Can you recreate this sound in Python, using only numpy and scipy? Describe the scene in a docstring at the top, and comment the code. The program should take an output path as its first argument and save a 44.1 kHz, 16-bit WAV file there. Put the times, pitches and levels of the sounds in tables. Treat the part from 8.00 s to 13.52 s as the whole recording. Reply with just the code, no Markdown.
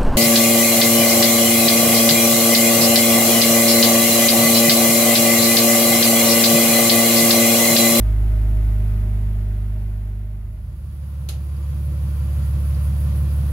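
"""On a concrete floor, microphones low down and close to the tailpipes of an idling six-cylinder car.
A fast, even idle fades out while a slow, loping one with a modified exhaust and a high hiss fades in.
Each is a stack of engine orders, with puffs ringing the pipe, rushing gas and shaken metal.
One sharp metallic snap echoes under the car, and a few faint ticks follow."""
import sys
import numpy as np
from scipy import signal
from scipy.fft import rfft, irfft, next_fast_len
from scipy.io import wavfile
from scipy.ndimage import map_coordinates

SR = 44100
rng = np.random.default_rng(int(sys.argv[2]) if len(sys.argv) > 2 else 0)


def wav_record(signal):
    """Record a signal, one row per channel, as 16-bit PCM in the file named by sys.argv[1]."""
    frames = np.transpose(np.atleast_2d(signal))
    bounded = np.clip(frames, -1, 1)
    # unit amplitude maps onto the largest positive 16-bit level
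    quanta = np.round(bounded * 32767).astype(np.int16)
    wavfile.write(sys.argv[1], SR, quanta)


N = 243429
TIME = np.arange(N) / SR

# machinery rumble under both idles: (frequency [Hz], level [dB])
RUMBLE = [(8, -6), (30, -25), (60, 6), (110, -19), (250, -9), (500, -63)]


def fast_idle(start_rpm=1034.6, settled_rpm=1017, ease_s=.65, lag_s=.4):
    """A deep hum at the firing rate that hardens as the idle valve eases and the crank slows a little."""
    # exhaust tones: (order [per engine cycle], level [dB])
    orders = [(6, 0.5), (7, -28), (9, -18.5), (10, -61), (11, -33), (12, -4.5), (15, -28.5), (18, -23),
              (19, -38.5), (21, -33), (24, -19.5), (27, -37.5), (30, -36.5), (33, -40), (42, -37),
              (43, -37.5), (45, -44), (48, -35), (81, -44.5)]
    # rounder colour of the hum before easing: (frequency [Hz], gain [dB])
    rounder = [(52, 1.8), (104, -2), (208, -3.5), (420, -1)]
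    # pipe resonances and engine metal rings: (frequency [Hz], width [Hz], level [dB])
    pipe = [(90, 40, -5.5), (209, 35, -8), (300, 43, -13), (373, 37, -10.5), (623, 18, -10.5),
            (785, 17, -13), (1236, 27, -24)]
    metal = [(1235, 10, 8), (1499, 20, 0), (6860, 120, -12), (9200, 23, -18.5)]
    # gas rush: (frequency [Hz], level [dB])
    gas_colour = [(260, -49), (450, -13), (571, -13.5), (624, -4), (662, -12.5), (989, -12), (1160, -17),
                  (1250, -22.5), (1350, -15.5), (1960, -16), (4000, -26), (7810, -33), (10700, -23),
                  (13900, -26), (15700, -30.5)]
    rpm = settled_rpm + (start_rpm - settled_rpm) * np.exp(-np.maximum(TIME - ease_s, 0) / lag_s)
    cycles = engine_cycles(rpm, zero_s=.108)
    eased = ramp(ease_s, ease_s + .21)
    hum = drone(cycles, orders, centre=10.39, spread=.008, unrest=.075, drift=.13)
    hum = eased * hum + (1 - eased) * filtered(hum, lambda hz: amp(along(rounder, hz)))
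    pipe_tone = amp(-30 - 9 * eased) * np.sqrt(2) * np.sin(2 * np.pi * 36 * cycles)
    puffs = amp(-30) * burble(cycles, pipe, swirl=.047, flow=.014)
    gas = amp(-28.5 + .24 * wobble(10.2)) * rush(gas_colour) * throb(cycles, depth=.1, count=6)
    whine = belt_whine(cycles, start_rpm) * amp(-2 * eased)
    machinery = whine + amp(-42.5) * ringing(metal) + amp(-23) * rush(RUMBLE)
    car = hum + pipe_tone + puffs + underbody(gas, echo_db=-24) + machinery
    return arriving(car, left_late_ms=-.096)


def slow_idle(mean_rpm=709.7, hunt_rpm=4.48, hunt_period_s=1.278):
    """A boom at twice the firing rate lopes once a cycle while the crank hunts around its set speed."""
    # exhaust tones: (order [per engine cycle], level [dB])
    orders = [(6, -35), (11, -44), (12, 0), (13, -26), (14, -24.5), (15, -17.5), (17, -47), (18, -11),
              (20, -44), (21, -16), (22, -27.5), (23, -21.5), (24, -11.5), (26, -30), (27, -25), (30, -24),
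              (32, -34.5), (33, -25), (34, -31), (36, -36.5), (39, -49), (42, -41), (54, -39), (57, -41.5),
              (81, -46.5), (90, -40.5), (99, -40)]
    # pipe resonances, hollow silencer note, engine metal rings: (frequency [Hz], width [Hz], level [dB])
    pipe = [(129, 44, 1), (243, 107, -7), (327, 50, -4.5), (393, 66, -13.5), (487, 33, -12), (536, 17, -9),
            (593, 25, -11), (690, 23.3, -18)]
    silencer = [(331, 21, 0)]
    metal = [(972, 71, -3), (1170, 44, -2), (2350, 48, -10), (4700, 220, -12), (6820, 170, -14.5)]
    # gas rush: (frequency [Hz], level [dB])
    gas_colour = [(240, -27), (400, -14), (523, -6.5), (595, -10), (634, -14.5), (693, -11), (862, -10.5),
                  (1250, -11), (2080, -17.5), (2400, -17), (2590, -17), (8500, -28.5), (11000, -40),
                  (18700, -120)]
    rpm = mean_rpm + hunt_rpm * np.cos(2 * np.pi * (TIME - 3.87) / hunt_period_s)
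    cycles = engine_cycles(rpm, zero_s=4.395)
    boom = drone(cycles, orders, centre=23, spread=.017, unrest=.26, drift=.47)
    puffs = amp(-26) * burble(cycles, pipe, swirl=.038, flow=.012)
    chug = amp(-34.5) * unit(ringing(silencer).mean(0)) * throb(cycles - .34, depth=.71, count=1)
    gas = amp(-27.5 + .42 * wobble(14)) * rush(gas_colour) * throb(cycles, depth=.052, count=6)
    gas += hiss(cycles)
    machinery = amp(-38.5 + 2.8 * wobble(30)) * ringing(metal) + amp(-25.5) * rush(RUMBLE)
    car = boom + puffs + chug + underbody(gas, echo_db=-21.5) + machinery
    return arriving(car, left_late_ms=.13)


def drone(cycles, orders, centre, spread, unrest, drift):
    """Engine orders leave the pipe; higher ones come later in the cycle, weaker ones are less steady."""
    out = np.zeros(N)
    burn = wobble(6)
    for order, db in orders:
        delay = spread * (order - centre) ** 2 / 2
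        weakness = 1 - amp(db / 2)
        size = amp(db) * (1 + unrest * weakness * (.54 * burn + .76 * wobble(9)))
        out -= size * np.cos(2 * np.pi * (order * cycles - delay) + drift * weakness * wobble(9))
    return np.sqrt(2) * out


def burble(cycles, pipe, swirl, flow, cylinders=6, swirl_s=.0061):
    """No two burns are alike: each puff's excess, and the swirling gas behind it, rings the pipe."""
    firings = np.flatnonzero(np.diff(np.floor(cycles * cylinders)))
    excess = np.bincount(firings, rng.uniform(-1.13, 1, len(firings)), N)
    wakes = signal.lfilter([1], [1, -np.exp(-1 / (swirl_s * SR))], np.bincount(firings, minlength=N))
    drive = excess + (flow + swirl * wakes) * rng.standard_normal((2, N))
    left, right = filtered(drive, lambda hz: resonances(pipe, hz) / (1 + (hz / 1800) ** 4))
    # long waves reach both microphones alike
    side = filtered((left - right) / 2, lambda hz: hz ** 2 / (hz ** 2 + 400 ** 2))
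    return unit((left + right) / 2 + np.array([side, -side]))


def snap(metal_t60_s=.076):
    """A hard metal crack with a brief ring, scattered between floor and underbody."""
    # metal contact: (time [s], level [dB])
    contacts = [(3.2883, -29.5)]
    # echo spectrum: (frequency [Hz], level [dB])
    colour = [(300, -4), (600, -2), (1400, -8.5), (1900, -10.5), (2700, -2.5), (4300, 0), (5400, -7),
              (6800, -2), (8500, -15), (10900, 1.5), (12800, -9), (15700, -13)]
    # echo decay: (frequency [Hz], time to fall 60 dB [s])
    decay = [(600, 0.37), (3000, 0.26), (7000, 0.23), (11000, 0.2), (15000, .13)]
    # rings of the struck part: (frequency [Hz], width [Hz], level [dB])
    modes = [(4250, 1100, -1), (11200, 700, -4)]
    out = np.zeros((2, N))
    for start, db in contacts:
        age = TIME - start
        hz, frames, spectra = signal.stft(rush(colour), SR, nperseg=256)
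        spectra *= amp(-60 * np.maximum(frames - start, 0) / along(decay, hz)[:, None])
        crack = 1 + .49 * np.exp(-np.abs(age) / .0065)
        echoes = signal.istft(spectra, SR, nperseg=256)[1][:, :N] * crack
        metal = ringing(modes) * amp(-7 - 60 * np.abs(age) / metal_t60_s)
        out += amp(db) * (age > 0) * (amp(-4.5) * echoes + metal)
    return out


def hiss(cycles):
    """A high hiss that grows a little near the end and starts to swell with the lope."""
    # hiss spectrum: (frequency [Hz], level [dB])
    colour = [(5000, -66), (8500, -12.5), (10700, 1), (15000, -10.5), (15700, -7)]
    building = ramp(4.5, 5)
    level = amp(-28.9 + 1.1 * building + .88 * wobble(28))
    return level * rush(colour) * throb(cycles - .67, depth=.21 * building, count=1)


def belt_whine(cycles, start_rpm):
    """Thin, fluttering whines of the belt drive follow the crank speed."""
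    # belt tones: (frequency at the starting speed [Hz], level [dB])
    whines = [(625, -31), (1250, -46.5), (1715, -49), (2100, -47.5), (2550, -55), (2980, -57)]
    shaft_s = cycles * 120 / start_rpm
    out = np.zeros(N)
    for hz, db in whines:
        out += amp(db + 2 * wobble(15)) * np.sin(2 * np.pi * hz * shaft_s + hz / 1600 * wobble(14))
    return out * throb(cycles, depth=.26, count=1)


def ticks(hz=4750, width_hz=380, t60_s=.054):
    """Light taps on a small metal part with one short ring."""
    # metal contacts: (time [s], level [dB])
    taps = [(3.5668, -56.5), (4.747, -50), (5.3097, -51)]
    strokes = sum(amp(db - 60 * np.abs(TIME - start) / t60_s) * (TIME > start) for start, db in taps)
    return strokes * ringing([(hz, width_hz, 0)])


def ringing(modes):
    """Parts shaken all the time: stereo noise in narrow peaks, rms 1."""
    peaks = lambda hz: sum(amp(db) / (1 + ((hz - f) / (.46 * width)) ** 2) for f, width, db in modes)
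    return unit(filtered(rng.standard_normal((2, N)), peaks))


def rush(spectrum):
    """Stereo noise of rms 1: alike in the bass, unrelated in the treble."""
    # likeness at the two microphones: (frequency [Hz], correlation [0-1])
    alike = [(100, 0.72), (300, 1), (600, 0.85), (1200, 0.39), (4000, 0.12), (12000, 0.033)]

    def mid_and_side(hz):
        turn = np.arccos(np.clip(along(alike, hz), -1, 1)) / 2
        return amp(along(spectrum, hz)) * [np.cos(turn), np.sin(turn)]

    mid, side = filtered(rng.standard_normal((2, N)), mid_and_side)
    return unit(np.array([mid + side, mid - side]))


def underbody(x, echo_db, spread_s=.009, count=10):
    """Weak early echoes between floor and car ripple the spectrum."""
    paths = np.zeros(SR // 20)
    paths[0] = 1
    lateness, polarity = rng.random((count, 2)).T
    delays = ((.001 + spread_s * lateness) * SR).astype(int)
    paths[delays] = amp(echo_db) * np.sign(polarity - .5)
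    return signal.fftconvolve(x, paths[None] / np.linalg.norm(paths), axes=1)[:, :N]


def arriving(x, left_late_ms):
    """Sound from one side reaches one microphone later."""
    return filtered(x, lambda hz: np.exp(-1j * np.pi * np.outer([1, -1], hz) * left_late_ms / 1000))


def engine_cycles(rpm, zero_s):
    """Running count of four-stroke cycles, two crank turns each."""
    cycles = np.cumsum(rpm) / (120 * SR)
    return cycles - np.interp(zero_s, TIME, cycles)


def throb(cycles, depth, count):
    """A gain that swells count times per engine cycle."""
    return 1 + depth * np.cos(2 * np.pi * count * cycles)


def resonances(modes, hz):
    """Complex response of pipe modes, alternating in sign."""
    return sum((-1) ** k * amp(db) * 1j * hz * width / (f * f - hz * hz + 1j * hz * width)
               for k, (f, width, db) in enumerate(modes))


def filtered(x, response):
    """x times a complex response of frequency."""
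    size = next_fast_len(N + SR // 2)
    return irfft(rfft(x, size) * response(np.fft.rfftfreq(size, 1 / SR)), size)[..., :N]


def wobble(rate):
    """A smooth random curve, rate knots a second."""
    knots = rng.standard_normal(int(N * rate / SR) + 4)
    return map_coordinates(knots, [TIME[::64] * rate]).repeat(64)[:N]


def ramp(start_s, end_s):
    """Rises evenly from 0 to 1 between two times."""
    return np.clip((TIME - start_s) / (end_s - start_s), 0, 1)


def along(points, hz):
    """(Hz, value) points read on a log axis."""
    freqs, values = np.transpose(points)
    return np.interp(np.log(hz + 1), np.log(freqs + 1), values)


def amp(db):
    """Decibels to gain."""
    return 10 ** (np.asarray(db) / 20)


def unit(x):
    """Scale to rms 1."""
    return x / np.sqrt(np.mean(x ** 2) + 1e-20)


def scene():
    """At the tailpipes: one idle fades into the other, with snap and ticks, leaning slightly right."""
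    # microphone balance: (frequency [Hz], left minus right [dB])
    balance = [(60, -1.3), (110, -0.8), (200, 1), (400, -.5), (2500, -1), (5000, 0.5), (9000, -3),
               (11000, -3.5), (14000, 4)]
    fast = amp(-19) * (1 - ramp(.72, 3.123)) * fast_idle()
    slow = amp(-19.5) * ramp(2.19, 4.69) * slow_idle()
    mix = fast + slow + snap() + ticks()
    return filtered(mix, lambda hz: amp(np.outer([1, -1], along(balance, hz)) / 2))


def record(dry):
    """The camera keeps nothing above its band limit."""
    return filtered(dry, lambda hz: hz < 15780)


dry = scene()
out = record(dry)
wav_record(out)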